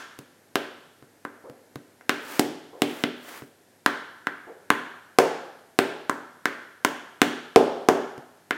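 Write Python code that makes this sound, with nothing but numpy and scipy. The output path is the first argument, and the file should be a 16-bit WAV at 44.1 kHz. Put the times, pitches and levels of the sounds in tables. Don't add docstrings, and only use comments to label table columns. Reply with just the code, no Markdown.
import sys
import numpy as np
from scipy import signal
from scipy.fft import rfft, irfft, next_fast_len
from scipy.io import wavfile

SR = 44100
rng = np.random.default_rng(int(sys.argv[2]) if len(sys.argv) > 2 else 0)


def file_out(sig):
    cols = np.atleast_2d(sig).T
    lim = np.clip(cols, -1, 1)
    pcm = np.round(lim * 32767).astype(np.int16)
    wavfile.write(sys.argv[1], SR, pcm)


N = 377932
LEAD = SR // 4

# (time [s], bump level [dB], tick level [dB])
TOUCHES = [(0.1892, -40, -46.5), (0.867, -60, -78), (1.025, -47, -72), (1.4982, -42.5, -59),
           (1.7576, -33.5, -48.5), (3.421, -39, -74), (8.179, -39.5, -56)]


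def from_db(db):
    return 10 ** (np.asarray(db) / 20)


def rms_one(x):
    return x / np.sqrt(np.mean(x ** 2) + 1e-20)


def at_hz(points, hz):
    frequencies, values = np.array(points).T
    return np.interp(np.log(hz), np.log(frequencies), values)


def butter(x, hz, kind, order=2):
    sections = signal.butter(order, np.minimum(hz, SR / 2 - 500), kind, fs=SR, output="sos")
    return signal.sosfilt(sections, x)


def fade(t, t60):
    return np.exp(-np.log(1000) * t / t60)


def ring(t, hz, t60):
    return np.sin(2 * np.pi * hz * t) * fade(t, t60)


def at_level(x, db):
    return from_db(db) * x * np.sqrt(SR / 100 / np.sum(x ** 2))


def add(track, s, sound):
    start = LEAD + round(s * SR)
    track[start:start + len(sound)] += sound[:len(track) - start]


def coloured_noise(spectrum):
    size = next_fast_len(LEAD + N)
    hz = np.maximum(np.fft.rfftfreq(size, 1 / SR), 1)
    shaped = rfft(rng.standard_normal(size)) * from_db(at_hz(spectrum, hz))
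    return rms_one(irfft(shaped, size)[:LEAD + N])


def noise_floor(noise_db=-59.5, hum_db=-71.5, hum_hz=100):
    # (frequency [Hz], relative spectral density [dB])
    spectrum = [(30, -33), (70, -14.5), (130, -6.5), (240, -4), (480, -5.5), (750, -9), (1200, -17.5),
                (1700, -12.5), (2800, -21), (7000, -22), (13000, -23), (15000, -35.5)]
    hum = np.sqrt(2) * np.sin(2 * np.pi * hum_hz * np.arange(LEAD + N) / SR)
    return from_db(noise_db) * coloured_noise(spectrum) + from_db(hum_db) * hum


def stored(power, t60):
    retained = from_db(-120 / (t60 * SR))
    return signal.lfilter([1 - retained], [1, -retained], power)


def room(x, first_echo_s=0.0025, early_share=0.53, early_t60=0.12):
    # (frequency [Hz], gain [dB])
    band_gains = [(60, -24.5), (150, -11.5), (300, -6.5), (420, 0.5), (550, -1.5), (800, -4.5), (1100, -10),
                  (1550, -5), (2200, -7.5), (3000, -4), (4200, -10), (6500, -9.5), (9500, -12.5),
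                  (14000, -10)]
    # (frequency [Hz], t60 [s])
    decay_times = [(100, 0.24), (300, 0.67), (800, 0.8), (1600, 0.9), (2300, 0.68), (3500, 0.93),
                   (7000, 0.63), (14000, 0.31)]
    edges = 70 * 2 ** (np.arange(25) / 3)
    lag = int(first_echo_s * SR)
    white = rng.standard_normal((2, len(x)))
    arriving = np.pad(x, (lag, 0))[:len(x)] + 1e-12 * white[0]
    out = np.zeros(len(x))
    for k, (low, high) in enumerate(zip(edges, edges[1:])):
        hz = np.sqrt(low * high)
        power = butter(arriving, [low, high], "band", order=3) ** 2
        early = early_share * stored(power, early_t60)
        energy = early + stored(power, at_hz(decay_times, hz))
        carrier = rms_one(butter(white[k % 2], [low, high], "band", order=3))
        out += from_db(at_hz(band_gains, hz)) * np.sqrt(energy) * carrier
    return out


def woofs(length_s=0.058, bend=0.22, rough=0.17, second_db=-3, dull_hz=1000):
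    # (time [s], level [dB], top pitch [Hz])
    calls = [(1.44, -48.5, 511), (2.729, -48, 494), (4.47, -47, 475)]
    out = np.zeros(LEAD + N)
    progress = np.linspace(0, 1, int(length_s * SR))
    arch = np.sin(np.pi * progress)
    for s, db, hz in calls:
        jitter = rms_one(butter(rng.standard_normal(len(arch)), 300, "low"))
        pitch = hz * (1 - bend * (1 - arch) + rough * jitter)
        phase = 2 * np.pi * np.cumsum(pitch) / SR
        call = (np.sin(phase) + from_db(second_db) * np.sin(2 * phase)) * (1 - progress ** 2)
        add(out, s, from_db(db) * rms_one(butter(call, dull_hz, "low")))
    return out


def hand_slides(rise_db_per_s=148, fall_db_per_s=217, grain_db=1.0):
    # (time at full speed [s], hold [s], level [dB])
    strokes = [(2.31, .08, -38.5), (2.903, 0.13, -45.5), (3.285, 0.1, -43)]
    # (frequency [Hz], relative spectral density [dB])
    spectrum = [(50, -19), (130, -15.5), (280, 5.5), (700, 3), (1700, 4.5), (3500, -5.5), (6000, -8),
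                (10000, -9.5), (15000, -10)]
    t = (np.arange(LEAD + N) - LEAD) / SR
    levels = [db - rise_db_per_s * np.maximum(s - t, 0) - fall_db_per_s * np.maximum(t - s - hold_s, 0)
              for s, hold_s, db in strokes]
    grain = rms_one(butter(rng.standard_normal(LEAD + N), 60, "low"))
    return from_db(np.max(levels, axis=0) + grain_db * grain) * coloured_noise(spectrum)


def fist_bumps(hz=138, t60=0.057, press_s=0.015):
    out = np.zeros(LEAD + N)
    t = np.arange(SR // 5) / SR
    bump = ring(t, hz, t60) * (1 - fade(t, press_s))
    for s, db, _ in TOUCHES:
        add(out, s, at_level(bump, db))
    return out


def point_tick(t, crunch_db=-12, crunch_t60=0.011, rebound_db=-7):
    bite = from_db(crunch_db) * .5 * rng.standard_normal(len(t)) * fade(t, crunch_t60)
    bite[1] -= 1
    rebound_s = rng.uniform(.001, .0035)
    bite[int(rebound_s * SR)] += from_db(rebound_db)
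    return butter(butter(bite, 2680, "high"), 5500, "low", order=1)


def knife_modes(t, clack_hz, shifts, spread_octaves=0.55, swell_s=.0015):
    # (frequency [Hz], relative level [dB], t60 [s])
    handle_modes = [(1029, 6, 0.013), (1272, -1, 0.017), (1531, 5.5, 0.012), (2043, -4, 0.021)]
    # (frequency [Hz], relative level [dB], t60 [s])
    blade_modes = [(2410, -6, 0.0041), (2857, 8, 0.0064), (3680, 4, 0.0055), (5200, -9.5, 0.012)]
    clack = np.zeros(len(t))
    for k, (hz, db, t60) in enumerate(handle_modes):
        grip = np.exp(-.5 * (np.log2(hz / clack_hz) / spread_octaves) ** 2)
        clack += (-1) ** k * from_db(db) * grip * ring(t, hz * shifts[k], t60)
    clack *= 1 - fade(t, swell_s)
    ping = sum(from_db(db) * ring(t, hz * shift, t60) for shift, (hz, db, t60) in zip(shifts, blade_modes))
    return butter(clack, 550, "high", order=1), butter(ping, 2080, "high")


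def tabletop_modes(t, thump_hz, thump_db, shift, knock_hz=715, flex_hz=270, give_s=0.00047):
    late = np.maximum(t - give_s, 0)
    t60 = 0.015 * 2 ** ((thump_db + 23) / 23)
    flex = from_db(-6) * ring(late, flex_hz, t60=0.014)
    thump = butter(ring(late, thump_hz, t60) + flex, 177, "high")
    knock = butter(ring(late, knock_hz * shift, t60), 210, "high", order=1)
    return thump, knock


def impact(thump_db, thump_hz, knock_db, clack_db, clack_hz, ping_db, tick_db, scatter=.03):
    t = np.arange(SR // 10) / SR
    knock_shift, *knife_shifts = np.exp(scatter * rng.standard_normal(5))
    thump, knock = tabletop_modes(t, thump_hz, thump_db, knock_shift)
    clack, ping = knife_modes(t, clack_hz, knife_shifts)
    return (at_level(thump, thump_db) + at_level(knock, knock_db) - at_level(clack, clack_db)
            - at_level(ping, ping_db) + at_level(point_tick(t), tick_db))


def stabs(usual_hz=326.6, drone_db=0.5, radiated_db=-1.2, spot_db=1.0):
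    # (time [s], thump level [dB], thump frequency [Hz], clack level [dB], clack centre [Hz],
    #  ping level [dB], tick level [dB])
    blows = [(-0.11, -34, 281, -19, 1450, -30, -21.5), (0.5561, -26, 357, -22.5, 1320, -28, -30.5),
             (1.2509, -38.5, 303, -32, 1260, -50, -53.5), (2.01, -65, 503, -51, 1850, -68, -68),
             (2.0942, -26, 335, -19, 1540, -23.5, -30), (2.3946, -16.5, 315, -26.5, 1730, -27, -22.5),
             (2.8199, -19.5, 326, -27, 1560, -24.5, -27), (3.038, -22, 276, -25, 1820, -25, -40.5),
             (3.8614, -25, 280, -13.5, 1420, -24, -28), (4.27, -34.5, 248, -21.5, 1580, -35.5, -48),
             (4.7032, -23, 254, -12.5, 1270, -25.5, -28), (5.1866, -16, 450, -15, 1240, -24, -20.5),
             (5.7889, -18, 370, -18.5, 1500, -22.5, -27), (6.096, -28, 287, -19.5, 1080, -37, -33.5),
             (6.4559, -30.5, 328, -18.5, 1640, -31.5, -33), (6.8486, -25, 273, -16, 1340, -24.5, -24.5),
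             (7.217, -16, 298, -15.5, 1570, -22, -20.5), (7.5604, -11, 423, -16.5, 1090, -24.5, -23),
             (7.887, -14.5, 391, -15.5, 1136, -27, -25.5), (8.5085, -32.5, 343, -21, 1660, -32.5, -40)]
    # (frequency [Hz], gain [dB], t60 [s])
    drone_modes = [(124.2, 1, 0.42), (162, -0.5, 1), (246.3, 7, 0.57), (290.4, 9, 0.37), (333, -9.5, 0.44),
                   (391.4, 9.5, 0.32), (451.7, 8, 0.35), (469.3, 6.5, 0.34), (566.5, 10.5, 0.49),
                   (733, -0.5, 0.13), (1033, -0.5, .6), (1270, -14.5, 0.78), (1355, 5, 0.97),
                   (1380, -5, 0.99), (1533, -7.5, 1), (1535, 0.5, 0.9), (1595, 0, 0.7), (1710, -5, 0.87),
                   (1820, -17, 1), (2570, -3, .6), (3070, 4, 0.7)]
    soft_blows = [(s, db - 2, 225, db - 10, 1340, db - 19, tick_db) for s, db, tick_db in TOUCHES]
    near, radiated = np.zeros((2, LEAD + N))
    t = np.arange(SR) / SR
    modes = np.array([from_db(db) * 2 * np.log(1000) / (t60 * SR)
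                      * np.cos(2 * np.pi * hz * t) * fade(t, t60) for hz, db, t60 in drone_modes])
    for s, thump_db, thump_hz, clack_db, clack_hz, ping_db, tick_db in blows + soft_blows:
        stiffness = np.log2(thump_hz / usual_hz)
        knock_db = thump_db - 6 + 16.5 * stiffness
        transfer_db = 3 * stiffness
        sound = impact(thump_db, thump_hz, knock_db, clack_db, clack_hz, ping_db, tick_db)
        favour_db = spot_db * rng.standard_normal(len(modes))
        drone_response = from_db(drone_db + transfer_db + favour_db) @ modes
        add(near, s, sound)
        add(near, s, signal.fftconvolve(sound, drone_response))
        add(radiated, s, sound * from_db(radiated_db + transfer_db))
    return near, radiated


def scene():
    near, radiated = stabs()
    far = woofs()
    echoes = room(radiated + from_db(3.0) * far)
    floor = noise_floor()
    return (near + fist_bumps() + echoes + far + hand_slides() + floor)[None, LEAD:]


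def record(dry, lowpass_hz=16900):
    thin = butter(dry, 120, "high", order=1)
    ceiling = np.where(thin > 0, 1, .85)
    clipped = thin / (1 + (thin / ceiling) ** 6) ** (1 / 6)
    return signal.sosfilt(signal.cheby2(14, 70, lowpass_hz, fs=SR, output="sos"), clipped)


dry = scene()
out = record(dry)
file_out(out)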